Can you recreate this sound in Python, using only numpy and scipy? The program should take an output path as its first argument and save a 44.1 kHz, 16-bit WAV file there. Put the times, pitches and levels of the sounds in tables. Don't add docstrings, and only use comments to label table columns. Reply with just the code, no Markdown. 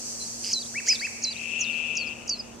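import sys
import numpy as np
from scipy import signal
from scipy.fft import rfft, irfft
from scipy.io import wavfile

SR = 44100
rng = np.random.default_rng(int(sys.argv[2]) if len(sys.argv) > 2 else 0)


def wrap_up_sound(samples):
    columns = np.atleast_2d(samples).T
    tamed = np.clip(columns, -1, 1)
    steps = np.round(tamed * 32767).astype(np.int16)
    wavfile.write(sys.argv[1], SR, steps)


N = 114660
TIME = np.arange(N) / SR


def amp(db):
    return 10 ** (np.asarray(db) / 20)


def unit(x):
    return x / np.sqrt(np.mean(x ** 2) + 1e-20)


def curve(rows, t):
    at, *columns = np.transpose(rows)
    return [np.interp(t, at, c) for c in columns]


def by_hz(rows):
    hz, value = np.transpose(rows)
    return np.interp(np.log(np.fft.rfftfreq(N, 1 / SR) + 1), np.log(hz), value)


def colour(x, spectrum):
    return unit(irfft(rfft(x) * amp(by_hz(spectrum)), N))


def noise_pair(likeness):
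    a, b = rfft(rng.standard_normal((2, N)))
    c = np.clip(likeness, -1, 1)
    return irfft(np.array([a, c * a + np.sqrt(1 - c ** 2) * b]), N)


def drift(t, per_s):
    return np.interp(t * per_s, np.arange(4096), rng.standard_normal(4096))


def add(mix, start_s, sound):
    part = mix[max(round(start_s * SR), 0):][:len(sound)]
    part += sound[:len(part)]


def echoes(x, fade_s):
    t = TIME[:SR]
    tail = rng.standard_normal((2, len(t))) * amp(-60 * t / fade_s) * (t > .002)
    return signal.fftconvolve(x[None], tail / np.linalg.norm(tail[0]), axes=1)[:, :N]


# frequency_hz, gain_db
INSECT_COLOUR = [(2500, -23.5), (3700, -24), (4150, -14.5), (4600, -6.5), (5200, -9), (6000, -1.5),
                 (7000, -6.5), (7800, -6), (9000, -15), (10200, -16.5), (11600, -32), (13200, -23.5),
                 (15500, -37.5)]
# time_s, level_db
INSECT_FADE = [(0, -35.5), (.3, -35.5), (.45, -36), (.7, -38.5), (1.0, -39), (1.3, -43), (1.6, -44.5),
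               (2.0, -48.5), (2.3, -50.5), (2.6, -53)]


def insects():
    pulses_per_s = 192 + 5 * drift(TIME, per_s=22)
    throb = 1 + 0.13 * np.sin(2 * np.pi * np.cumsum(pulses_per_s) / SR)
    level = amp(curve(INSECT_FADE, TIME)[0] + 0.93 * drift(TIME, per_s=32))
    return colour(noise_pair(likeness=-0.24), INSECT_COLOUR) * throb * level


# frequency_hz, gain_db
AIR_COLOUR = [(20, -23), (45, -5), (75, -0.5), (150, -5), (210, 1.5), (300, -2.5), (550, -1.5), (900, -7),
              (1500, -14.5), (2200, -17), (3500, -19), (6000, -35), (15000, -37)]
# time_s, level_db
AIR_LOUDNESS = [(0, -48.5), (1.4, -48.5), (1.9, -46.5), (2.3, -46), (2.6, -47)]
# frequency_hz, likeness
AIR_STEREO = [(50, 0.67), (290, 0.42), (640, 0.17), (1400, 0.1), (6000, 0.42)]


def air():
    return colour(noise_pair(by_hz(AIR_STEREO)), AIR_COLOUR) * amp(curve(AIR_LOUDNESS, TIME)[0])


def hum(hz, db):
    phase = 2 * np.pi * np.cumsum(hz + .8 * drift(TIME, per_s=8.04)) / SR
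    level = np.sqrt(2) * amp(db + .7 * drift(TIME, per_s=12))
    return level * np.sin([phase, phase + .5])


# pitch_hz, level_db
HUM_TONES = [(120, -61), (234.6, -51), (350, -65)]
# pitch_hz, level_db (before the swell)
WHINE_TONES = [(1232, -67.5), (1408, -66)]
# time_s, gain_db
WHINE_SWELL = [(1.4, -25), (1.6, 2.5), (2.2, 0.5), (2.6, -9)]


def machine():
    whine = sum(hum(hz, db) for hz, db in WHINE_TONES) * amp(curve(WHINE_SWELL, TIME)[0])
    return sum(hum(hz, db) for hz, db in HUM_TONES) + whine


def bird_tone(t, hz, level):
    phase = 2 * np.pi * np.cumsum(hz * (1 + 0.0075 * drift(t, per_s=356))) / SR
    flutter = amp(0.85 * drift(t, per_s=180))
    return level * flutter * (np.sin(phase) + amp(-46) * np.sin(2 * phase))


# start_s, length_s, first_hz, middle_hz, last_hz, level_db
SLUR_NOTES = [(0.192, 0.058, 4170, 4100, 4150, -35), (0.24, 0.043, 4320, 4930, 3500, -42.5),
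              (0.583, 0.058, 4020, 4750, 3100, -33), (0.649, 0.027, 3080, 3780, 4120, -41.5),
              (.935, 0.039, 5150, 4010, 3330, -30.5), (0.989, .042, 3650, 4750, 4410, -30),
              (1.295, 0.048, 4100, 4790, 3140, -31), (1.362, 0.027, 3630, 3970, 4280, -40),
              (1.626, 0.035, 5630, 4570, 3430, -34), (1.654, 0.042, 3680, 3610, 3680, -38.5),
              (1.724, .026, 4650, 4400, 3860, -44.5), (2.058, 0.036, 5320, 4890, 4500, -38),
              (2.341, 0.039, 4210, 4150, 4080, -39.5), (2.367, 0.028, 5180, 5060, 4940, -43.5),
              (2.388, 0.027, 5130, 4990, 4640, -28)]


def slurs():
    beak_hz, loss_db_per_hz = 4000, .004
    out = np.zeros(N)
    for start, length, first_hz, middle_hz, last_hz, db in SLUR_NOTES:
        t = np.arange(0, length, 1 / SR)
        along = t / length - 0.658 * np.sin(2 * np.pi * t / length) / (2 * np.pi)
        arc = np.polyfit([0, .5, 1], [first_hz, middle_hz, last_hz], 2)
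        hz = np.polyval(arc, along)
        level = amp(db - loss_db_per_hz * np.maximum(beak_hz - hz, 0)) * np.sin(np.pi * t / length)
        add(out, start, bird_tone(t, hz, level))
    return out


# start_s, length_s, level_db
RASP_CALLS = [(0.429, 0.11, -32.5), (0.854, 0.113, -32.5), (1.01, 0.077, -41.5)]
# frequency_hz, gain_db
RASP_COLOUR = [(1000, -45), (1900, -21), (2400, -10.5), (3000, -8), (3700, -23), (4400, -6.5), (4950, 5.5),
               (5700, -8), (6700, -9.5), (7800, -11), (9500, -25), (15000, -34)]


def rasps():
    pulses_per_s, pulse_s, fade_s = 199.4, .0014, 0.015
    level = np.zeros(N)
    for start, length, db in RASP_CALLS:
        t = np.arange(0, length, 1 / SR)
        from_peak_s = (t * pulses_per_s % 1 - .5) / pulses_per_s
        pulses = unit(0.3 + np.exp(-(from_peak_s / pulse_s) ** 2))
        swell = np.minimum(np.minimum(t, length - t) / fade_s, 1)
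        add(level, start, amp(db) * swell * pulses)
    return level * colour(noise_pair(likeness=0.88), RASP_COLOUR) * amp([[-1], [1]])


# start_s, length_s, fall_s, top_hz, held_hz, end_hz, fall_db, held_db
CHIRP_NOTES = [(0.5267, 0.074, 0.011, 6780, 4107, 3866, -16.5, -25.5),
               (0.878, 0.064, 0.014, 7190, 5050, 4875, -15, -16.5),
               (1.2336, 0.077, 0.012, 6920, 4080, 4013, -18, -25.5),
               (1.6028, 0.032, 0.011, 7240, 5650, 5400, -20.5, -24),
               (1.966, 0.074, 0.0083, 6950, 4710, 4000, -21.5, -32.5),
               (2.2914, 0.063, 0.0068, 6950, 4695, 4080, -18.5, -25),
               (2.609, .06, 0.013, 7200, 4700, 4200, -25.5, -25)]


def chirps():
    peak_at, peak_width, dip_at, dip_width = 0.83, 0.59, 2.5, 0.57
    release_s, lead_s, lead_db, lead_fade_s = 0.019, 0.017, -13, 0.047
    out = np.zeros(N)
    for start, length, fall_s, top_hz, held_hz, end_hz, fall_db, held_db in CHIRP_NOTES:
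        t = np.arange(0, length + fall_s, 1 / SR)
        since = np.maximum(t - fall_s, 0)
        plunge = (top_hz - held_hz) * np.exp(-(since / fall_s) ** 2)
        sag = (end_hz - held_hz) * (since / length) ** 2.6
        hz = held_hz + plunge + sag
        peak = np.exp(-((t / fall_s - 1 - peak_at) / peak_width) ** 2)
        hold = np.clip(since / fall_s - peak_at, 0, 1) * np.clip((length - since) / release_s, 0, 1)
        dip = 1 - 0.12 * np.exp(-((since / fall_s - dip_at) / dip_width) ** 2)
        level = amp(fall_db) * peak + amp(held_db) * hold * dip
        lead_level = level * amp(lead_db) * np.exp(-np.maximum(since - 2 * fall_s, 0) / lead_fade_s)
        add(out, start - fall_s, bird_tone(t, hz, level))
        add(out, start - fall_s - lead_s, bird_tone(t, hz, lead_level))
    return out


# start_s, level_db
WHISTLE_NOTES = [(.740, -22), (0.869, -21.5), (1.007, -21.5)]
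# time_in_note_s, pitch_hz, gain_db
WHISTLE_SHAPE = [(0, 1370, -25), (.007, 1711, -15.5), (.014, 2020, -10), (.021, 2202, -6.5),
                 (.033, 2333, -6), (.044, 2590, -3), (.052, 2660, -6), (.057, 2515, -13), (.062, 1963, -11),
                 (.069, 1330, -25.5)]


def whistles():
    out, t = np.zeros(N), np.arange(0, WHISTLE_SHAPE[-1][0], 1 / SR)
    hz, shape_db = curve(WHISTLE_SHAPE, t)
    for start, db in WHISTLE_NOTES:
        add(out, start, bird_tone(t, hz, amp(db + shape_db)))
    return out


# frequency_hz, gain_db
PURR_COLOUR = [(1300, -53), (2000, -25), (2300, -15), (2600, -3), (2850, -6), (3100, -17), (3700, -51)]
# time_s, left_db, right_db
PURR_LOUDNESS = [(1.15, -67, -62), (1.36, -40, -52), (2.1, -45.5, -55), (2.22, -42.5, -56.5),
                 (2.38, -49.5, -61), (2.54, -53.5, -67), (2.58, -81, -77)]


def purr():
    pips_per_s = curve(TRILL_COURSE, TIME)[0]
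    throb = 1 + .5 * np.sin(2 * np.pi * np.cumsum(pips_per_s) / SR)
    return colour(noise_pair(likeness=1.0), PURR_COLOUR) * throb * amp(curve(PURR_LOUDNESS, TIME))


# time_s, pips_per_s, pitch_hz, level_db
TRILL_COURSE = [(1.31, 162, 2530, -39), (1.39, 163, 2563, -28), (1.53, 163, 2656, -20.5),
                (1.66, 159, 2670, -19.5), (1.79, 156, 2640, -19), (1.97, 155, 2638, -21),
                (2.09, 155, 2600, -22.5), (2.135, 153, 2680, -25), (2.16, 153, 2600, -66)]
# frequency_hz, gain_db
HISS_COLOUR = [(900, -22), (1600, -11), (2200, -4.5), (3200, 7), (3700, -6.5), (5000, -15), (9000, -43)]


def trill():
    pip_s, sweep_hz_per_s, jitter_s, uneven_db = 0.001694, -45000, 0.00013, 1.5
    tick_db, tick_hz, tick_s = -17.5, 3060, 0.00047
    pips_per_s, hz, db = curve(TRILL_COURSE, TIME)
    singing = (TIME > TRILL_COURSE[0][0]) * (TIME < TRILL_COURSE[-1][0])
    pip_count = np.floor(np.cumsum(pips_per_s * singing) / SR)
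    pip_samples = np.flatnonzero(np.diff(pip_count))
    t = np.arange(-SR // 200, SR // 200) / SR
    tick_t = t + pip_s
    tick = amp(tick_db) * np.exp(-(tick_t / tick_s) ** 2) * np.sin(2 * np.pi * tick_hz * tick_t)
    pips = np.zeros(N)
    for i, (size, late, bend, phase) in zip(pip_samples, rng.standard_normal((400, 4))):
        cycles = hz[i] * (1 + 0.011 * bend) * t + sweep_hz_per_s * t ** 2 / 2 + 0.26 * phase
        pip = np.exp(-(t / pip_s) ** 2) * np.sin(2 * np.pi * cycles)
        add(pips, i / SR + t[0] + jitter_s * late, amp(db[i] + uneven_db * size) * (pip + tick))
    hiss = colour(noise_pair(likeness=.7), HISS_COLOUR) * amp(db - 23.5) * singing
    blur = amp(-8) * echoes(pips, fade_s=0.022)
    return (pips + hiss + blur) * amp([[0], [-12.5]])


def scene():
    high_bird, low_bird = slurs() + chirps(), whistles()
    left_delay_s = .00001
    delay = np.exp(-2j * np.pi * np.fft.rfftfreq(N, 1 / SR) * left_delay_s)
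    high_left = irfft(rfft(high_bird) * delay, N)
    birds = np.array([high_left, high_bird]) * amp([[-.4], [.4]]) + low_bird * amp([[.6], [-.6]])
    garden = amp(-11.5) * echoes(high_bird, fade_s=0.14) + amp(-5.5) * echoes(low_bird, fade_s=3)
    background = insects() + (air() + machine()) * amp([[-.4], [.4]])
    return background + birds + garden + rasps() + purr() + trill()


def record(dry):
    cutoff_hz = 15650
    low_pass = signal.firwin(511, cutoff_hz, window=("kaiser", 9), fs=SR)
    return signal.oaconvolve(dry, low_pass[None], "same")


dry = scene()
out = record(dry)
wrap_up_sound(out)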